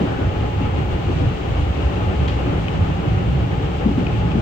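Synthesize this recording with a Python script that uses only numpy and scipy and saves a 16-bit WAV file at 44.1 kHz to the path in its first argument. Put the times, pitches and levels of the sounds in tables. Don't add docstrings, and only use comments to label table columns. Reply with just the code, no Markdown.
import sys
import numpy as np
from scipy import signal
from scipy.fft import rfft, irfft, next_fast_len
from scipy.io import wavfile
from scipy.ndimage import uniform_filter1d, map_coordinates

SR = 44100
rng = np.random.default_rng(int(sys.argv[2]) if len(sys.argv) > 2 else 0)


def log_audio(samples):
    frames = np.atleast_2d(samples).T
    limited = np.clip(frames, -1, 1)
    pcm = np.round(limited * 32767).astype(np.int16)
    wavfile.write(sys.argv[1], SR, pcm)


N = 194833

JOLT_EDGE_S, BOUNCE_EDGE_S = 0.061, 0.08
LUMPS_PER_S, LUMPS_DB = 20, 2.1


def amp(db):
    return 10 ** (np.asarray(db) / 20)


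def unit(x):
    return x / np.sqrt(np.mean(x ** 2) + 1e-20)


def along(points, hz):
    f, v = np.transpose(points)
    return np.interp(np.log(hz + 1), np.log(f + 1), v)


def curve(points):
    s, v = np.transpose(points)
    return uniform_filter1d(np.interp(np.arange(N) / SR, s, v), size=500)


def wobble(rate):
    knots = rng.standard_normal(int(N * rate / SR) + 4)
    return map_coordinates(knots, [np.arange(N) * rate / SR], mode="nearest")


def swells(rows, edge_s):
    t = np.arange(N) / SR

    def ramp(x):
        return 0.5 + 0.5 * np.sin(np.pi * np.clip(x / edge_s, -0.5, 0.5))

    return sum(height * ramp(t - s) * ramp(s + length - t) for s, length, height in rows)


def burst(s, rise, t60):
    t = np.arange(SR) / SR
    start = max(round(s * SR), 0)
    envelope = (1 - np.exp(-t / rise)) * amp(-60 * t / t60)
    return np.pad(envelope, (start, N))[:N]


def filtered(x, response):
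    size = next_fast_len(N + SR // 2)
    hz = np.fft.rfftfreq(size, 1 / SR)
    return irfft(rfft(x, size) * response(hz), size)[..., :N]


def even(x, seconds):
    window = signal.windows.hann(int(seconds * SR))
    energy = signal.fftconvolve(np.mean(x ** 2, axis=0), window, "same")
    power = energy / signal.fftconvolve(np.ones(N), window, "same")
    return x / np.sqrt(np.abs(power) + 1e-9)


def panned(db):
    return amp(np.array([db, -db]) / 2)


def body_db(hz):
    # centre in Hz, width in Hz, lift in dB.
    resonances = [(71.7, 4.7, 2.5), (105, 28, 1.5), (134.5, 11, 5.5), (178, 29, 2.5), (224, 28, 1),
                  (283, 53, 4.5), (370, 27, 4.5), (433, 9.6, 7.5), (560, 31, 3), (791, 81, 6.5),
                  (1057, 21, 3.5), (1274, 110, 4), (1510, 150, 0)]
    return sum(db / (1 + (2 * (hz - centre) / width) ** 2) for centre, width, db in resonances)


def ripple_db(hz):
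    spacing_hz = 22
    depth_db = [(200, 0), (900, 1.7), (3000, 1.5), (6000, 0.8)]  # (Hz, dB)
    knots = rng.standard_normal(int(SR / 2 / spacing_hz) + 2)
    return along(depth_db, hz) * map_coordinates(knots, [hz / spacing_hz], mode="nearest")


def cabin_noise(spectrum):
    # frequency in Hz, likeness (1 is identical).
    alike = [(50, .995), (110, .96), (180, .84), (260, .58), (450, .52), (700, .32), (1200, .1),
             (9000, .08)]
    # frequency in Hz, left minus right in dB.
    tilt = [(40, 3), (75, -1), (140, -1.5), (200, -0.5), (350, 4.5), (500, 1), (900, 3.5), (1900, 1.5),
            (2400, 4), (2950, 9.5), (3500, 3), (4300, 1), (5500, -5.5), (8000, -1.5)]
    lag_s = 0.0004

    def colour(hz):
        turn = np.arccos(np.clip(along(alike, hz), -1, 1)) / 2
        shares = np.array([np.cos(turn) * amp(ripple_db(hz)), np.sin(turn) * amp(ripple_db(hz))])
        return amp(along(spectrum, hz) + body_db(hz)) * shares

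    def ports(hz):
        delay_s = lag_s * np.clip(hz / 200, 0, 1)
        turns = np.exp(np.pi * hz * delay_s * np.array([[1j], [-1j]]))
        return panned(along(tilt, hz)) * turns

    mid, side = filtered(rng.standard_normal((2, N)), colour)
    return unit(filtered(np.array([mid + side, mid - side]), ports))


def favoured(modes, strongest_hz, focus_db, width_hz):
    def loss_db(hz):
        return focus_db * (1 - np.exp(-((hz - strongest_hz) / width_hz) ** 2))

    return [(hz, db - loss_db(hz), *rest) for hz, db, *rest in modes]


def ringing(s, modes, rise):
    t = np.arange(SR // 2) / SR
    lead_s = np.array([[0.0003], [0]])
    ring = 0
    for k, (hz, db, t60) in enumerate(modes):
        fall = amp(db + rng.normal() - 60 * t / t60)
        sense = (-1) ** k
        ring = ring + sense * fall * np.sin(2 * np.pi * hz * (t + lead_s))
    start = max(round(s * SR), 0)
    return np.pad(ring * (1 - np.exp(-t / rise)), ((0, 0), (start, N)))[:, :N]


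def sizzle(db=-68, centre_hz=15350, width_hz=380):
    def band(hz):
        return np.exp(-((hz - centre_hz) / width_hz) ** 2 / 2)

    return amp(db) * unit(filtered(rng.standard_normal(N), band))


def air(drift_db, level_db=-40.3):
    # frequency in Hz, density in dB per Hz.
    hiss = [(900, -41), (1800, -3), (2300, 2.5), (2900, 2.5), (3250, 0), (3700, -4), (4500, -8.5),
            (5500, -15), (6500, -14), (7700, -19.5), (8700, -21), (10000, -109), (13000, -69), (16000, -55)]
    # start in seconds, length in seconds, lift in dB.
    walls = [(1.05, 1.7, 0.8)]
    flutter_db = 0.55 * wobble(25)
    return amp(level_db + swells(walls, BOUNCE_EDGE_S) + drift_db + flutter_db) * cabin_noise(hiss)


def flanges(pan_db=4):
    # start in seconds, length in seconds, level in dB.
    brushes = [(.1, .14, -39.5), (1.2, .09, -45.5)]
    # centre in Hz, width in Hz, strength in dB.
    wheel_ring = [(1480, 50, 1), (1710, 45, -1.5)]

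    def bands(hz):
        return sum(amp(db) / (1 + (2 * (hz - centre) / width) ** 2) for centre, width, db in wheel_ring)

    ring = even(filtered(rng.standard_normal((2, N)), bands), seconds=0.1)
    gain = swells([(s, length, amp(db)) for s, length, db in brushes], JOLT_EDGE_S)
    return gain * panned(pan_db)[:, None] * ring


def gears(mesh_hz=847.0, pan_db=5):
    # time in seconds, level in dB.
    whine_level = [(0, -45), (.2, -48), (.3, -39), (.66, -37.5), (.77, -45), (1.05, -44), (1.35, -49),
                   (1.72, -57), (2.07, -35), (2.2, -44.5), (2.4, -40.5), (2.62, -44.5), (2.9, -37.5),
                   (3.06, -56), (3.45, -47.5), (3.57, -36), (3.72, -46.5), (3.98, -45), (4.25, -34),
                   (4.42, -44)]
    waver_hz, smear_rad, flutter_db = 1.2, 0.55, 2.6
    phase = 2 * np.pi * np.cumsum(mesh_hz + waver_hz * wobble(20)) / SR
    sides = []
    for shift_rad in (1.2, 0):
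        flutter = amp(flutter_db * wobble(24))
        sides.append(flutter * np.sin(phase + shift_rad + smear_rad * wobble(50)))
    return amp(curve(whine_level)) * panned(pan_db)[:, None] * unit(np.array(sides))


def fittings():
    # start in seconds, level in dB, strongest mode in Hz, loss of the other modes in dB,
    # ring t60 in seconds, chatter t60 in seconds, chatter level in dB, left minus right in dB.
    ticks = [(2.277, -33, 2050, -1, .04, 0.27, 0.5, 2.5), (2.282, -27, 2050, 4, 0.02, .03, -11, 9),
             (2.297, -26.5, 3250, 5, .022, .03, -12, 8), (2.683, -18, 2750, 5, 0.014, .03, -17, 9.5),
             (4.067, -19.5, 2520, 11, 0.02, .03, -23, 10), (4.316, -28, 2670, 4, .025, .065, -14, 11.5)]
    # frequency in Hz, strength in dB.
    metal = [(1320, 1), (2050, -2), (2520, 0), (2980, -1), (3250, -11), (4600, -20), (5500, -16)]
    # frequency in Hz, density in dB per Hz.
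    chatter_tone = [(500, -9), (1300, -7), (1900, -4.5), (3200, -1), (4200, -7), (7000, -23.5),
                    (12000, -50), (16000, -63.5)]
    rise_s, contacts_per_s, width_hz = 0.0007, 3200, 300
    contacts = (rng.random(N) < contacts_per_s / SR) * rng.standard_normal((2, N))
    chatter = even(filtered(contacts, lambda hz: amp(along(chatter_tone, hz))), seconds=0.029)
    out = np.zeros((2, N))
    for s, db, strongest_hz, focus_db, ring_t60, chatter_t60, chatter_db, pan_db in ticks:
        modes = [(hz, level, ring_t60) for hz, level in favoured(metal, strongest_hz, focus_db, width_hz)]
        tick = ringing(s, modes, rise_s)
        tail = amp(chatter_db) * burst(s, 2 * rise_s, chatter_t60) * chatter
        out += amp(db) * panned(pan_db)[:, None] * (tick + tail)
    return out


def bumps(rise_s=0.0087, t60_s=0.13):
    # start in seconds, level in dB, pitch in Hz.
    dips = [(0.483, -12, 70), (0.776, -12, 68.6), (1.065, -8, 78.4), (1.114, -8, 89), (1.21, -2, 87.6),
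            (1.267, -3, 113), (1.305, -8, 101), (1.849, -7, 66), (2.066, -5.5, 84), (2.581, -15, 108),
            (2.885, -7.5, 75.7), (3.104, -7.5, 97), (3.188, -9.5, 113), (3.335, -10, 135.5),
            (3.629, -7.5, 145), (4.165, -16, 107)]
    return sum(ringing(s, [(hz, db, t60_s)], rise_s) for s, db, hz in dips)


def joints():
    # start in seconds, level in dB, strongest mode in Hz, spread around it in Hz,
    # clatter level in dB, left minus right in dB.
    crossings = [(0, -12, 200, 30, -7, -1), (0.18, -16, 285, 25, -10.5, 1.5), (0.6, -18, 265, 40, -11, 1),
                 (1.09, -22, 330, 30, -6.5, 1), (1.209, -20, 250, 30, -10, 6.5),
                 (2.463, -17.5, 285, 30, -10, -2), (3.851, -9.5, 213, 42, -15, 4),
                 (3.904, -14, 285, 20, -20, 0), (3.969, -11, 255, 20, -13, 0), (3.99, -19, 190, 25, -8, -1),
                 (4.344, -12.5, 218, 35, -8, 4)]
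    # frequency in Hz, strength in dB, t60 in seconds.
    bogie = [(184, -1, .27), (218, 2, 0.2), (255, 0, 0.17), (286, 0, 0.17), (338, 2, 0.09), (418, -7, 0.22),
             (516, -15, .3), (605, -19, 0.3)]
    # frequency in Hz, density in dB per Hz.
    clatter_tone = [(60, -34), (140, -23), (195, -4), (290, -2.5), (380, -6), (520, -11.5), (800, -18.5),
                    (1500, -26.5), (5000, -43), (12000, -71.5)]
    rise_s, focus_db = 0.01, 8
    clatter = even(cabin_noise(clatter_tone), seconds=0.018)
    out = np.zeros((2, N))
    for s, db, strongest_hz, spread_hz, clatter_db, pan_db in crossings:
        knock = ringing(s, favoured(bogie, strongest_hz, focus_db, spread_hz), rise_s)
        tail = amp(clatter_db) * clatter * burst(s, rise_s, t60=0.45)
        out += amp(db) * panned(pan_db)[:, None] * (knock + tail)
    return out


def springs(level_db=-41.5):
    # frequency in Hz, density in dB per Hz.
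    throb_tone = [(10, -28), (24, -12.5), (34, 5.5), (44, 22.5), (50, 17.5), (65, -48)]
    # start in seconds, length in seconds, lift in dB.
    bounces = [(.1, .44, 1), (.86, 0.12, 8.5), (2.48, 0.18, 7.5)]
    return amp(level_db + swells(bounces, BOUNCE_EDGE_S)) * even(cabin_noise(throb_tone), seconds=0.47)


def wheels(rough_db, level_db=-26.5, flutter_db=1.17):
    # frequency in Hz, density in dB per Hz.
    roar_tone = [(100, -5.5), (170, -9.5), (210, -5), (300, -2.5), (400, -4), (520, -4.5), (660, -7.5),
                 (820, -10), (950, -13), (1400, -14.5), (1900, -19), (3000, -24), (4500, -46), (9000, -89)]
    return amp(level_db + rough_db + flutter_db * wobble(28)) * even(cabin_noise(roar_tone), seconds=0.54)


def body(jolt_db, boom_db, jolt_share=0.43):
    # frequency in Hz, density in dB per Hz.
    boom_tone = [(70, -70.5), (105, -3), (130, -4), (175, -2), (205, -12.5), (280, -21), (600, -100.5)]
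    lumps_db = LUMPS_DB * wobble(LUMPS_PER_S)
    return amp(boom_db + jolt_share * jolt_db + lumps_db) * even(cabin_noise(boom_tone), seconds=0.15)


def floor(jolt_db, boom_db, level_db=-22.5, boom_share=0.071):
    # frequency in Hz, density in dB per Hz.
    rumble_tone = [(30, -59), (45, -13.5), (55, 1), (70, 4), (100, 0.5), (120, -5), (170, -48.5),
                   (400, -77)]
    follow_db = boom_share * (boom_db - boom_db.mean())
    lumps_db = LUMPS_DB * wobble(LUMPS_PER_S)
    return amp(level_db + follow_db + jolt_db + lumps_db) * even(cabin_noise(rumble_tone), seconds=0.15)


def rolling(drift_db):
    # start in seconds, length in seconds, rumble lift in dB, roar lift in dB.
    stretches = [(0, 0.19, -4, 2), (0.996, 0.062, -1.5, -1), (1.087, 0.21, 1.5, 0.5),
                 (1.36, 0.048, -9, -1.5), (1.58, 0.15, 3.5, -0.5), (1.899, 0.041, -6.5, -1),
                 (2.027, 0.22, 2, 0.5), (2.39, .22, 0, 2), (2.8, 0.23, 1.5, 0), (2.943, .14, -3, 0),
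                 (3.26, 0.16, 1, 0), (3.732, 0.056, -3, 0.5), (3.98, 0.17, 0.5, -0.5)]
    # time in seconds, level in dB.
    boom_level = [(0, -25), (.9, -27.5), (1.28, -25), (1.42, -30.5), (2.35, -26), (2.6, -24.5), (3, -24),
                  (3.35, -22), (3.75, -26), (4.42, -21)]
    jolt_db = swells([(s, length, db) for s, length, db, _ in stretches], JOLT_EDGE_S)
    rough_db = swells([(s, length, db) for s, length, _, db in stretches], JOLT_EDGE_S)
    boom_db = curve(boom_level)
    ride = springs() + wheels(rough_db) + body(jolt_db, boom_db) + floor(jolt_db, boom_db)
    return amp(drift_db) * ride


def scene():
    drift_db = 0.38 * wobble(1.134)
    background = sizzle() + air(drift_db) + flanges() + gears()
    blows = fittings() + bumps() + joints()
    return background + blows + rolling(drift_db)


def record(dry, top_hz=15800):
    return filtered(dry, lambda hz: hz < top_hz)


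dry = scene()
out = record(dry)
log_audio(out)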